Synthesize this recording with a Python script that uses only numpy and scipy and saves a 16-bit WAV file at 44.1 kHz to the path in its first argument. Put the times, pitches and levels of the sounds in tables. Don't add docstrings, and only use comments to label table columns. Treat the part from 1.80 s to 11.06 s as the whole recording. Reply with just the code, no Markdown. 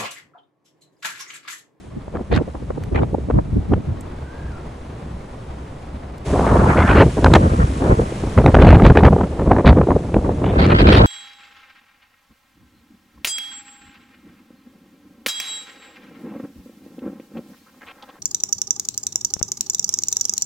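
import sys
import numpy as np
from scipy import signal
from scipy.fft import rfft, irfft
from scipy.io import wavfile
from scipy.ndimage import uniform_filter1d

SR = 44100
rng = np.random.default_rng(int(sys.argv[2]) if len(sys.argv) > 2 else 0)


def materialize(psi):
    bounded = np.clip(np.atleast_2d(psi).T, -1, 1)
    quanta = np.round(bounded * 32767).astype(np.int16)
    wavfile.write(sys.argv[1], SR, quanta)


N = 408366

HARD_WIND_FROM_S = 4.45
TIME = np.arange(N) / SR
HZ = np.fft.rfftfreq(N, 1 / SR)
FRAME_S = np.arange(N // 128 + 5) * 128 / SR
FRAME_HZ = np.fft.rfftfreq(512, 1 / SR)


def gain_of(db):
    return 10 ** (np.asarray(db) / 20)


def evened(x):
    return x / np.sqrt(np.mean(x ** 2) + 1e-20)


def read(points, hz=HZ):
    f, value = np.transpose(points)
    return np.interp(np.log(hz + 1), np.log(f + 1), value)


def follow(rows):
    s, *columns = np.transpose(rows)
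    return [np.interp(TIME, s, column) for column in columns]


def wander(rate_hz):
    return evened(irfft(rfft(rng.standard_normal(N)) / (1 + (HZ / rate_hz) ** 4), N))


def air(spectrum, alike):
    shared, opposed = rfft(rng.standard_normal((2, N))) * gain_of(read(spectrum))
    likeness = np.clip(read(alike), -1, 1)
    shared = shared * np.sqrt(1 + likeness)
    opposed = opposed * np.sqrt(1 - likeness)
    return evened(irfft(np.array([shared + opposed, shared - opposed]), N))


def steadied(x, seconds):
    window = signal.windows.hann(int(max(seconds, .004) * SR))
    power = signal.oaconvolve((x ** 2).mean(0), window / window.sum(), "same")
    return x / np.sqrt(np.abs(power) + 1e-6)


def storm(drone_db=0.0, roar_db=1.5, hiss_db=2.5, lumps_db=3.5, sway_db=1.43, grain_db=1.5):
    # t/s, drone level/dB, roar level/dB, hiss level/dB
    course = [(0, -52, -47.5, -55.5), (0.15, -39, -41, -60.5), (0.7, -36, -40, -56.5),
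              (1.4, -40, -41.5, -57), (2.1, -39, -37.5, -58.5), (2.7, -34, -37.5, -56.5),
              (3.4, -35.5, -37.5, -56.5), (4.0, -35.5, -37.5, -56.5), (4.44, -32.5, -37.5, -59.5),
              (4.46, -35, -45, -39), (4.7, -20, -59, -40.5), (5.3, -45, -33, -41), (5.9, -32, -48, -41.5),
              (6.4, -35, -30.5, -43), (7.0, -31, -28.5, -46.5), (7.5, -35, -37, -49.5),
              (8.25, -39, -36.5, -49.5), (8.6, -27, -36.5, -50.5), (9.26, -32, -37, -47.5)]
    # f/Hz, relative level/dB
    drone_spectrum = [(15, -19), (30, -58), (48, -7.5), (65, 5.5), (90, -8.5), (140, -4), (200, -12),
                      (400, -28.5), (900, -66), (3000, -82)]
    roar_spectrum = [(40, 12), (150, 7), (330, 4.5), (600, 2), (1000, -2), (1600, -10.5), (2400, -16.5),
                     (3600, -21.5), (5000, -26.5), (9000, -44.5)]
    hiss_spectrum = [(500, 9.5), (2500, 8), (4200, 2), (4900, 1), (5800, 1.5), (8500, 0.5), (10700, -3.5),
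                     (11800, -21.5), (15000, -42)]
    # f/Hz, likeness/-1 to 1
    storm_alike = [(100, 1), (240, 1), (500, 0.64), (900, 0.028), (1300, 0.21), (2000, 0.97), (2800, 0.18),
                   (3900, 0.84), (4900, 0.083), (6500, 0.73), (10900, 0.063)]
    drone_level, roar_level, hiss_level = follow(course)
    drone = air(drone_spectrum, storm_alike) * gain_of(drone_db + drone_level + lumps_db * wander(8.3))
    roar = air(roar_spectrum, storm_alike) * gain_of(roar_db + roar_level + sway_db * wander(31))
    hiss = air(hiss_spectrum, storm_alike) * gain_of(hiss_db + hiss_level + grain_db * wander(540))
    return drone + roar + hiss


def blast(t, length, rise_s, fall_s):
    rise = -.5 * (np.minimum(t, 0) / rise_s) ** 2
    fall = np.maximum(t - length, 0) / fall_s
    return np.exp(rise - fall)


def wind(rise_s=0.011, fall_s=0.008):
    # t/s, rumble level/dB, flutter level/dB, stereo width/0-1
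    breeze = [(0, -61, -45, 1), (.15, -45, -45, 1), (.45, -40, -62, 0), (1.05, -27.5, -40, 0.54),
              (1.35, -26.5, -35.5, 0.15), (1.7, -27, -42, 0.55), (2.2, -32, -39, 0.4),
              (2.4, -67, -48, 0.06), (4.44, -80, -49.5, 0), (4.47, -20.5, -26, 0), (5.3, -25.5, -38, 0.3),
              (5.95, -25, -29.5, 1), (6.35, -30, -35, 0), (7.55, -30, -28.5, 0), (8.3, -26.5, -28.5, 0),
              (9.26, -14, -30, 1)]
    # start t/s, length/s, rumble level/dB, flutter level/dB, stereo width/0-1
    gusts = [(0.13, 0.055, -35.5, -43, 0.86), (0.34, 0.073, -28, -33, 0.16),
             (0.518, 0.079, -15.5, -24, 0.44), (0.898, 0.0083, -29, -48, 0.4),
             (1.139, 0.1, -17.5, -22, 0.7), (1.543, 0.048, -12.5, -23.5, 1),
             (1.737, 0.065, -16.5, -50, 0.3), (1.905, 0.037, -13.5, -36, 0), (1.964, 0.023, -16, -34, 0),
             (2.088, 0.036, -19.5, -42, 0.4), (4.53, 0.19, -23, -21, 0), (4.718, 0.2, -14, -19, 0),
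             (4.967, 0.088, -12.5, -19, 0), (5.096, 0.056, -12.5, -19, 0), (5.162, 0.073, -9, -13.5, 0),
             (5.26, 0.023, -11.5, -20, 0.05), (5.382, 0.017, -18, -16.5, 0.1), (5.438, 0.13, -9, -16, 0.02),
             (5.58, 0.099, -13, -18.5, 0.9), (5.715, 0.033, -16, -21, 1), (5.794, 0.052, -9.5, -26, 1),
             (6.017, 0.077, -21, -18.5, 0.24), (6.107, 0.034, -11, -15.5, 0.83),
             (6.187, 0.046, -16.5, -22.5, 0.96), (6.444, 0.05, -22.5, -30.5, 0), (6.586, 0.024, -6, -13, 0),
             (6.655, 0.042, -7, -13, 0), (6.751, 0.081, -6.5, -10.5, 0.03), (6.835, 0.14, -3, -12.5, 0),
             (6.995, 0.032, -14, -16.5, 0), (7.045, 0.029, -1.5, -10.5, 0.02),
             (7.106, 0.015, -1, -19, 0.02), (7.164, 0.044, -11, -13, 0), (7.238, 0.041, -4, -13.5, 0),
             (7.31, 0.045, -10.5, -23.5, 0), (7.394, 0.054, -20, -17, 0.07), (7.603, 0.04, -18.5, -20.5, 0),
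             (7.677, 0.069, -13, -17, 0), (7.766, 0.043, -18.5, -16, 0.02), (7.869, 0.059, -3, -13.5, 0),
             (7.963, 0.074, -12, -20.5, 0.03), (8.093, 0.069, -17.5, -23, 0.08),
             (8.35, 0.041, -15.5, -27, 0.04), (8.444, 0.071, -23, -22, 0.4), (8.63, 0.11, -20, -20.5, 0.2),
             (8.773, 0.19, -13, -17, 1), (9.005, 0.1, -11, -13, 1), (9.086, 0.16, -10.5, -12.5, 0.78)]
    rumble_db, flutter_db, width = follow(breeze)
    push, stir = gain_of(rumble_db) ** 2, gain_of(flutter_db) ** 2
    wide_stir = stir * width
    for start, length, push_db, stir_db, gust_width in gusts:
        power = blast(TIME - start, length, rise_s, fall_s) ** 2
        gust_stir = power * gain_of(stir_db) ** 2
        push = push + power * gain_of(push_db) ** 2
        stir = stir + gust_stir
        wide_stir = wide_stir + gust_stir * gust_width
    return 10 * np.log10(push), 10 * np.log10(stir), wide_stir / stir


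def rumble(db, level_db=0., hold_s=0.064, lumps_db=3.0):
    # f/Hz, relative level/dB
    rumble_spectrum = [(12, -34), (25, -58), (45, 1), (78, 2.5), (120, -3.5), (190, -5.5), (270, -12.5),
                       (450, -26), (1200, -59), (4000, -100)]
    light = air(rumble_spectrum, [(60, 1.0), (130, 0.87), (300, 0.14)])
    hard = air(rumble_spectrum, [(60, 1), (300, 1)])
    push = np.where(TIME < HARD_WIND_FROM_S, light, hard)
    return steadied(push * gain_of(lumps_db * wander(28.4)), hold_s) * gain_of(level_db + db)


def edge_of(db, edge_hz=990, at_db=-23.5, db_per_octave=15):
    return edge_hz * 2 ** ((db - at_db) / db_per_octave)


def eddy_colour(hz, edge_hz, steepness=2.98):
    # f/Hz, relative level/dB
    flutter_spectrum = [(60, -14), (170, -4.5), (260, 3), (450, 0.5), (800, -8), (1600, -19.5),
                        (3200, -25.5), (5000, -28.5), (7000, -21.5), (15000, -30)]
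    colour = gain_of(read(flutter_spectrum, hz)) / np.sqrt(1 + (hz / edge_hz) ** (2 * steepness))
    return colour / np.linalg.norm(colour, axis=0)


def left_right(shared, opposed, s, hz, width, opposed_db=0.5):
    # f/Hz, share/0-1
    light_wind_opposed = [(60, .03), (130, 0.3), (220, 0.5), (450, 1), (800, 1), (1400, 0.67), (2000, 0.2),
                          (6000, 0.8)]
    # f/Hz, share/0-1
    hard_wind_opposed = [(300, 0.002), (420, 0.01), (530, 0), (680, 1), (1200, 1), (2000, 0.87), (2800, 1),
                         (3800, 0), (5000, 0.7), (7000, 1)]
    most = np.where(s < HARD_WIND_FROM_S, read(light_wind_opposed, hz), read(hard_wind_opposed, hz))
    share = np.clip(most * width, 0, 1)
    shared = shared * np.sqrt(1 - share)
    opposed = opposed * np.sqrt(share) * gain_of(opposed_db)
    return np.array([shared + opposed, shared - opposed])


def at_frames(control):
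    return np.interp(FRAME_S, TIME, control)


def port_air(colour, width, patchy_db):
    a, b, c, d, patches = rng.standard_normal((len(FRAME_S), len(FRAME_HZ), 5)).T
    patches = uniform_filter1d(patches, size=6, axis=0)
    patches = evened(uniform_filter1d(patches, size=6, axis=1))
    sides = left_right(a + 1j * b, c + 1j * d, FRAME_S, FRAME_HZ[:, None], at_frames(width))
    spectra = colour * gain_of(patchy_db * patches) * sides
    return evened(signal.istft(spectra, nperseg=512, noverlap=384)[1][:, :N])


def flutter(db, width, level_db=0., churn_db=6.0, churn_hz=55, edge_octaves=0.28):
    churn = wander(churn_hz)
    edge_hz = at_frames(edge_of(db) * 2 ** (edge_octaves * churn))
    flow = port_air(eddy_colour(FRAME_HZ[:, None], edge_hz), width, patchy_db=0.0)
    churned = steadied(flow, 0.098) * gain_of(churn_db * churn)
    return steadied(churned, 0.037) * gain_of(level_db + db)


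def stray_eddies(flutter_db, above_db=-7.0, spread_db=0.0, length_s=0.0033, low_hz=200, count=90):
    times = (np.arange(count) + rng.random(count)) / count * (N / SR - .2) + .1
    levels = np.interp(times, TIME, flutter_db) + above_db + spread_db * rng.standard_normal(count)
    return [(s, length_s, db, low_hz, edge_of(db)) for s, db in zip(times, levels)]


def swell(t, length, rise, fall):
    return np.exp(-.5 * (t / max(length, .002) / np.where(t < 0, rise, fall)) ** 2)


def slaps(eddies, width, level_db=0.5, snap_db=1.5, snap_cycles=0.24):
    out, size = np.zeros((2, N)), 4096
    t, hz = (np.arange(size) - size // 2) / SR, np.fft.rfftfreq(size, 1 / SR)
    for s, length, db, low_hz, edge_hz in eddies:
        colour = eddy_colour(hz, edge_hz) / np.sqrt(1 + (low_hz / (hz + 1)) ** 4)
        shared, opposed = rfft(rng.standard_normal((2, size))) * colour
        flow = evened(irfft(left_right(shared, opposed, s, hz, width[int(s * SR)])))
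        u = t * edge_hz / snap_cycles / 2
        snap = rng.choice([-1, 1]) * gain_of(snap_db) * 2 * u / (1 + u ** 2) ** 2
        puff = swell(t, length, rise=0.52, fall=0.58)
        slap = evened((flow + snap) * puff) * np.sqrt(np.mean(puff ** 2))
        start = int(s * SR) - size // 2
        out[:, start:start + size] += gain_of(level_db + db) * slap
    return out


def rasps(level_db=0.0, grit_db=2.0, grit_hz=330, uneven_db=4.0, uneven_hz=230, steepness=4.7,
          rise_s=0.0047, fall_s=0.0071, spurt_db=3.0, spurt_hz=90):
    # start t/s, length/s, level/dB, upper edge f/Hz, stereo width/0-1
    jets = [(0.348, 0.022, -42, 1880, 0), (0.523, 0.005, -25.5, 3250, 0.2), (0.541, 0.022, -28, 3860, 0.35),
            (0.574, 0.01, -30, 2940, 0.3), (1.153, 0.018, -29, 2780, 0.55), (1.182, 0.0097, -29, 2800, 0.6),
            (1.226, 0.0093, -38.5, 3400, 0.2), (4.672, 0.023, -28.5, 2100, 0), (4.89, 0.05, -26, 2300, 0.7),
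            (4.978, 0.048, -22.5, 2600, 0.01), (5.071, 0.016, -21.5, 2480, 0), (5.096, 0.032, -18, 2650, 0),
            (5.158, 0.067, -19.5, 2570, 0), (5.635, 0.028, -28, 1290, 0.88),
            (5.801, 0.028, -23, 1600, 0.94), (6.026, 0.056, -37, 1900, 0.56),
            (6.094, 0.041, -26, 1700, 0.85), (6.812, 0.041, -25.5, 3400, 0.2),
            (6.871, 0.087, -24.5, 3080, 0), (7.041, 0.043, -26, 3800, 0), (7.179, 0.014, -26, 3400, 0),
            (7.244, 0.015, -27, 3570, 0.02), (7.864, 0.034, -20, 4040, 0.02),
            (8.644, 0.069, -34, 3070, 0.01), (8.73, 0.071, -34, 3420, 0.9), (8.791, 0.041, -21, 4620, 0.58),
            (8.845, 0.011, -21.5, 4850, 0.02), (8.878, 0.016, -32, 4200, 0.1),
            (8.906, 0.02, -21.5, 3340, 0), (8.949, 0.03, -19.5, 4600, 0.97),
            (8.991, 0.028, -17.5, 4300, 0.73), (9.044, 0.018, -24, 4000, 0.95),
            (9.075, 0.021, -15.5, 4200, 0.5), (9.106, 0.014, -20, 4800, 0.77),
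            (9.123, 0.031, -17.5, 4580, 0.07), (9.169, 0.013, -17.5, 5330, 0.38),
            (9.195, 0.021, -19, 4600, 0.98), (9.24, 0.025, -26, 4200, 0.9)]
    # f/Hz, relative level/dB
    rasp_spectrum = [(300, -23), (600, 2), (1100, 4), (2200, 0.5), (3000, -3), (4700, -4), (5400, -15),
                     (7000, -17.5), (11000, -2.5), (15000, -12)]
    size, lead = 12288, 1024
    out = np.zeros((2, N + size))
    t, hz = (np.arange(size) - lead) / SR, np.fft.rfftfreq(size, 1 / SR)
    grit = gain_of(grit_db * wander(grit_hz) + spurt_db * wander(spurt_hz))
    for start, length, db, edge_hz, width in jets:
        rows = rng.standard_normal((2, 100))
        uneven = np.array([np.interp(hz / uneven_hz, np.arange(len(row)), row) for row in rows])
        colour = gain_of(read(rasp_spectrum, hz) + uneven_db * uneven)
        colour = colour / np.sqrt(1 + (hz / edge_hz) ** (2 * steepness))
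        shared, opposed = irfft(rfft(rng.standard_normal((2, size))) * colour)
        share, at = np.clip(width, 0, 1), int(start * SR) - lead
        shared = evened(shared) * np.sqrt(1 - share)
        opposed = evened(opposed) * np.sqrt(share)
        jet = np.array([shared + opposed, shared - opposed]) * np.resize(grit[at:at + size], size)
        rush = blast(t, length, rise_s, fall_s)
        out[:, at:at + size] += gain_of(level_db + db) * steadied(jet, 0.043) * rush
    return out[:, :N]


def ticks(decay_s=0.0024):
    # t/s, peak level/dB, centre f/Hz, bandwidth/octaves
    clicks = [(1.037, -25.5, 1700, 1), (2.209, -32, 8050, 0.28), (4.381, -36.5, 3300, 0.89)]
    out = np.zeros(N)
    for s, db, hz, octaves in clicks:
        burst = rng.standard_normal(N) * (TIME >= s) * np.exp(-abs(TIME - s) / decay_s)
        band = 1 / (1 + (np.log2((HZ + 1) / hz) / octaves) ** 2)
        click = irfft(rfft(burst) * band, N)
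        out += gain_of(db) * click / abs(click).max()
    return out


def whistle(width_hz=62, level_db=1.0):
    # t/s, f/Hz, level/dB
    pitch_course = [(2.38, 1380, -59), (2.46, 1530, -52), (2.6, 1620, -49), (2.69, 1640, -50),
                    (2.745, 1390, -49), (2.79, 1370, -46), (2.84, 1330, -68)]
    hz, db = follow(pitch_course)
    turn = np.exp(2j * np.pi * np.cumsum(hz) / SR)
    fuzz = wander(width_hz) + 1j * wander(width_hz)
    tone = steadied((turn * fuzz).real[None], 0.046)
    blowing = (TIME > pitch_course[0][0]) & (TIME < pitch_course[-1][0])
    return blowing * gain_of(db + level_db) * tone


def howl(level_db=0., octaves=0.72, churn_db=3.0, churn_hz=70):
    # t/s, centre f/Hz, level/dB, stereo width/0-1
    surges = [(4.45, 614, -36, 0), (4.55, 690, -26.5, 0.04), (4.65, 744, -21.5, .3), (4.68, 970, -25, 0.2),
              (4.73, 820, -19.5, 0.25), (4.77, 885, -22, 0.3), (4.86, 754, -18.5, 0.4),
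              (4.9, 990, -19, 0.4), (4.95, 945, -22, 0), (5.0, 1050, -19, 0.1), (5.05, 1080, -23, 0.05),
              (5.105, 1150, -19, 0.3), (5.145, 1100, -21, 0.5), (5.215, 1050, -17, 0),
              (5.255, 900, -53, 0.1), (5.56, 800, -44, 0.7), (5.61, 895, -29, 1), (5.74, 885, -31.5, 0.82),
              (5.86, 930, -32, 1), (5.92, 810, -38, 0.54), (6.11, 855, -32, 1), (6.29, 800, -35, 1),
              (6.38, 800, -62, 1), (8.7, 900, -60, 0.8), (8.78, 1000, -24, 1), (8.86, 1000, -33, 1),
              (8.92, 1100, -22, 0.5), (8.95, 1130, -34, 0.95), (9.03, 1000, -29, 0.93), (9.09, 990, -22, 1),
              (9.26, 895, -17.5, 0.95)]
    hz, db, width = follow(surges)
    colour = 1 / (1 + (np.log2((FRAME_HZ[:, None] + 1) / at_frames(hz)) / octaves) ** 4)
    churned = port_air(colour, width, patchy_db=3.5) * gain_of(churn_db * wander(churn_hz))
    blowing = (TIME > surges[0][0]) * (TIME < surges[-1][0])
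    return blowing * gain_of(level_db + db) * steadied(churned, 0.045)


def narrowed(x, corner_hz=440, side_db=0.0):
    mid, side = x.mean(0), (x[0] - x[1]) / 2
    high_pass = 1 - 1 / (1 + (HZ / corner_hz) ** 8)
    wide = irfft(rfft(side) * high_pass, N) * gain_of(side_db)
    side = np.where(TIME < HARD_WIND_FROM_S, side, wide)
    return np.array([mid + side, mid - side])


def scene():
    # peak t/s, length/s, level/dB, lower edge f/Hz, upper edge f/Hz
    hard_eddies = [(.175, 0.016, -26, 140, 200), (.282, 0.003, -25, 150, 750),
                   (.353, 0.0086, -21.5, 300, 1500), (.361, 0.0035, -25, 450, 1600),
                   (.371, .002, -24, 700, 1600), (.386, 0.0031, -23.5, 180, 500),
                   (.395, 0.0036, -28, 400, 1200), (.413, 0.0048, -20, 150, 500),
                   (.528, 0.0061, -13, 350, 2620), (.553, 0.0045, -22, 300, 4500),
                   (.564, 0.0051, -24, 900, 4800), (.571, .008, -15, 140, 330),
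                   (.577, 0.0036, -19.5, 1500, 2270), (.615, 0.0097, -16, 150, 570),
                   (.681, 0.0098, -25, 150, 650), (.753, 0.0091, -25.5, 300, 1100),
                   (.825, 0.0079, -28.5, 200, 447), (.906, 0.0062, -18.5, 200, 1130),
                   (.979, 0.0088, -22, 150, 820), (1.122, 0.0088, -22, 130, 500),
                   (1.16, 0.0092, -20.5, 890, 2240), (1.189, 0.0055, -26, 1000, 1900),
                   (1.211, 0.0065, -21, 90, 200), (1.221, 0.0036, -22, 400, 1400),
                   (1.227, .005, -13.5, 150, 400), (1.234, 0.0048, -15.5, 300, 1300),
                   (1.332, 0.0061, -18, 110, 300), (1.347, 0.0052, -12, 130, 774),
                   (1.384, 0.0047, -18, 150, 530), (1.488, 0.0065, -22, 200, 800),
                   (1.502, 0.004, -12.5, 300, 1290), (1.51, 0.0043, -17.5, 400, 1500),
                   (1.589, 0.013, -14.5, 120, 1090), (1.77, 0.014, -15, 170, 276),
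                   (1.918, 0.011, -15, 150, 283), (1.925, 0.012, -22, 500, 1100),
                   (1.934, 0.006, -11, 200, 400), (1.938, 0.004, -17, 1200, 1640),
                   (1.978, 0.0061, -23, 200, 397), (4.54, 0.0086, -12.5, 200, 800),
                   (4.56, .006, -17, 400, 900), (4.596, 0.0026, -10.5, 500, 1200),
                   (4.609, 0.0021, -15, 600, 1500), (4.667, 0.0031, -10.5, 400, 1450),
                   (4.678, .004, -15, 500, 1500), (4.731, 0.0043, -16, 500, 1200),
                   (4.759, 0.0067, -10, 510, 1300), (4.771, 0.0036, -12, 400, 1100),
                   (4.872, 0.0031, -14, 400, 1200), (4.902, .004, -16, 600, 1700),
                   (4.985, 0.0062, -13, 400, 1700), (5.103, 0.0078, -23, 1000, 2000),
                   (5.162, 0.005, -17, 400, 1500), (5.181, 0.005, -9.5, 350, 1800),
                   (5.208, 0.011, -7, 300, 1900), (5.221, 0.017, -8, 350, 2260),
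                   (5.382, 0.0036, -14, 400, 980), (5.4455, 0.002, -1, 1330, 2920),
                   (5.462, 0.0019, -2.5, 1200, 1860), (5.468, 0.0072, -11, 900, 1790),
                   (5.539, 0.0027, -0.5, 670, 3600), (5.555, 0.0077, -7.5, 1210, 2830),
                   (5.559, 0.013, -7, 500, 2430), (6.112, 0.01, -12.5, 150, 1100),
                   (6.197, 0.009, -10.5, 150, 840), (6.323, 0.0041, -21.5, 150, 530),
                   (6.439, 0.0045, -15, 280, 850), (6.578, 0.0022, -7.5, 300, 1660),
                   (6.663, 0.0017, 0.5, 500, 2160), (6.676, 0.006, -13, 300, 1000),
                   (6.746, 0.0025, -7, 500, 2100), (6.752, 0.0015, -3, 600, 2000),
                   (6.77, 0.0035, -6, 450, 1310), (6.79, 0.0025, -9, 450, 1500),
                   (6.823, 0.0048, -6.5, 400, 1710), (6.837, .002, -13, 500, 2000),
                   (6.849, 0.004, -8, 397, 1700), (6.871, 0.0044, -1.5, 400, 1800),
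                   (6.88, .003, -12, 500, 1700), (6.891, 0.0034, -4, 500, 2000),
                   (6.906, 0.0034, -5, 397, 2200), (6.913, 0.0025, -17, 500, 1790),
                   (6.93, 0.0052, -5.5, 500, 1600), (6.947, 0.0026, -9, 400, 1900),
                   (6.957, 0.0021, -15, 400, 1700), (6.97, 0.0021, -15, 600, 1600),
                   (7.0, 0.0058, -13, 600, 1700), (7.022, 0.0032, -7, 400, 1610),
                   (7.053, 0.0023, -6.5, 600, 2150), (7.066, 0.0045, -6, 695, 2380),
                   (7.103, 0.005, -4, 450, 1690), (7.153, 0.0033, -19, 600, 2200),
                   (7.174, 0.0034, -1.5, 500, 1900), (7.19, 0.0032, -18, 300, 2000),
                   (7.208, .003, -13, 400, 1300), (7.236, 0.0048, -8.5, 550, 1780),
                   (7.253, 0.0066, -6, 400, 2210), (7.263, 0.0016, -11, 494, 2000),
                   (7.282, 0.0078, -7, 450, 1330), (7.33, 0.011, -12.5, 300, 1180),
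                   (7.365, 0.0056, -9.5, 250, 950), (7.412, .004, -15, 600, 1360),
                   (7.717, 0.0078, -5, 345, 1320), (7.766, 0.0023, -10.5, 450, 1500),
                   (7.786, 0.0046, -14, 450, 1400), (7.796, 0.0026, -15, 500, 1500),
                   (7.85, 0.0081, -12, 200, 1100), (7.869, 0.0023, -7, 500, 2210),
                   (7.877, 0.0033, -3, 493.4, 2010), (7.897, 0.0045, -12, 450, 2420),
                   (7.973, 0.0051, -7, 300, 1200), (7.987, 0.0086, -12.5, 300, 1410),
                   (8.016, 0.0043, -10.5, 400, 1310), (8.073, 0.0067, -14, 200, 1110),
                   (8.088, 0.0039, -9.5, 350, 800), (8.107, 0.0037, -9.5, 400, 1170),
                   (8.118, 0.0046, -8, 300, 1180), (8.165, 0.0062, -8, 200, 645),
                   (8.344, 0.0036, -11.5, 300, 1820), (8.367, 0.0066, -8, 150, 745),
                   (8.494, 0.0056, -12.5, 200, 910), (8.643, 0.0046, -17, 300, 1320),
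                   (8.865, 0.005, -12.5, 250, 3800), (8.762, 0.0064, -15.5, 400, 850),
                   (8.9, 0.007, -17, 605, 1310), (8.925, 0.0082, -11, 900, 1600),
                   (9.21, 0.018, -13, 500, 1200)]
    rumble_db, flutter_db, width = wind()
    outdoors = storm() + whistle()
    buffeting = rumble(rumble_db) + flutter(flutter_db, width) + howl() + rasps()
    slapping = slaps(hard_eddies + stray_eddies(flutter_db), width)
    return narrowed(outdoors + buffeting + ticks() + slapping)


def record(dry, drive_db=-0.01, knee=10, edge_hz=15500):
    driven = dry * gain_of(drive_db)
    clipped = driven / (1 + abs(driven) ** knee) ** (1 / knee)
    low_pass = signal.firwin(511, edge_hz, window=("kaiser", 9), fs=SR)
    return signal.oaconvolve(clipped, low_pass[None], "same")


dry = scene()
out = record(dry)
materialize(out)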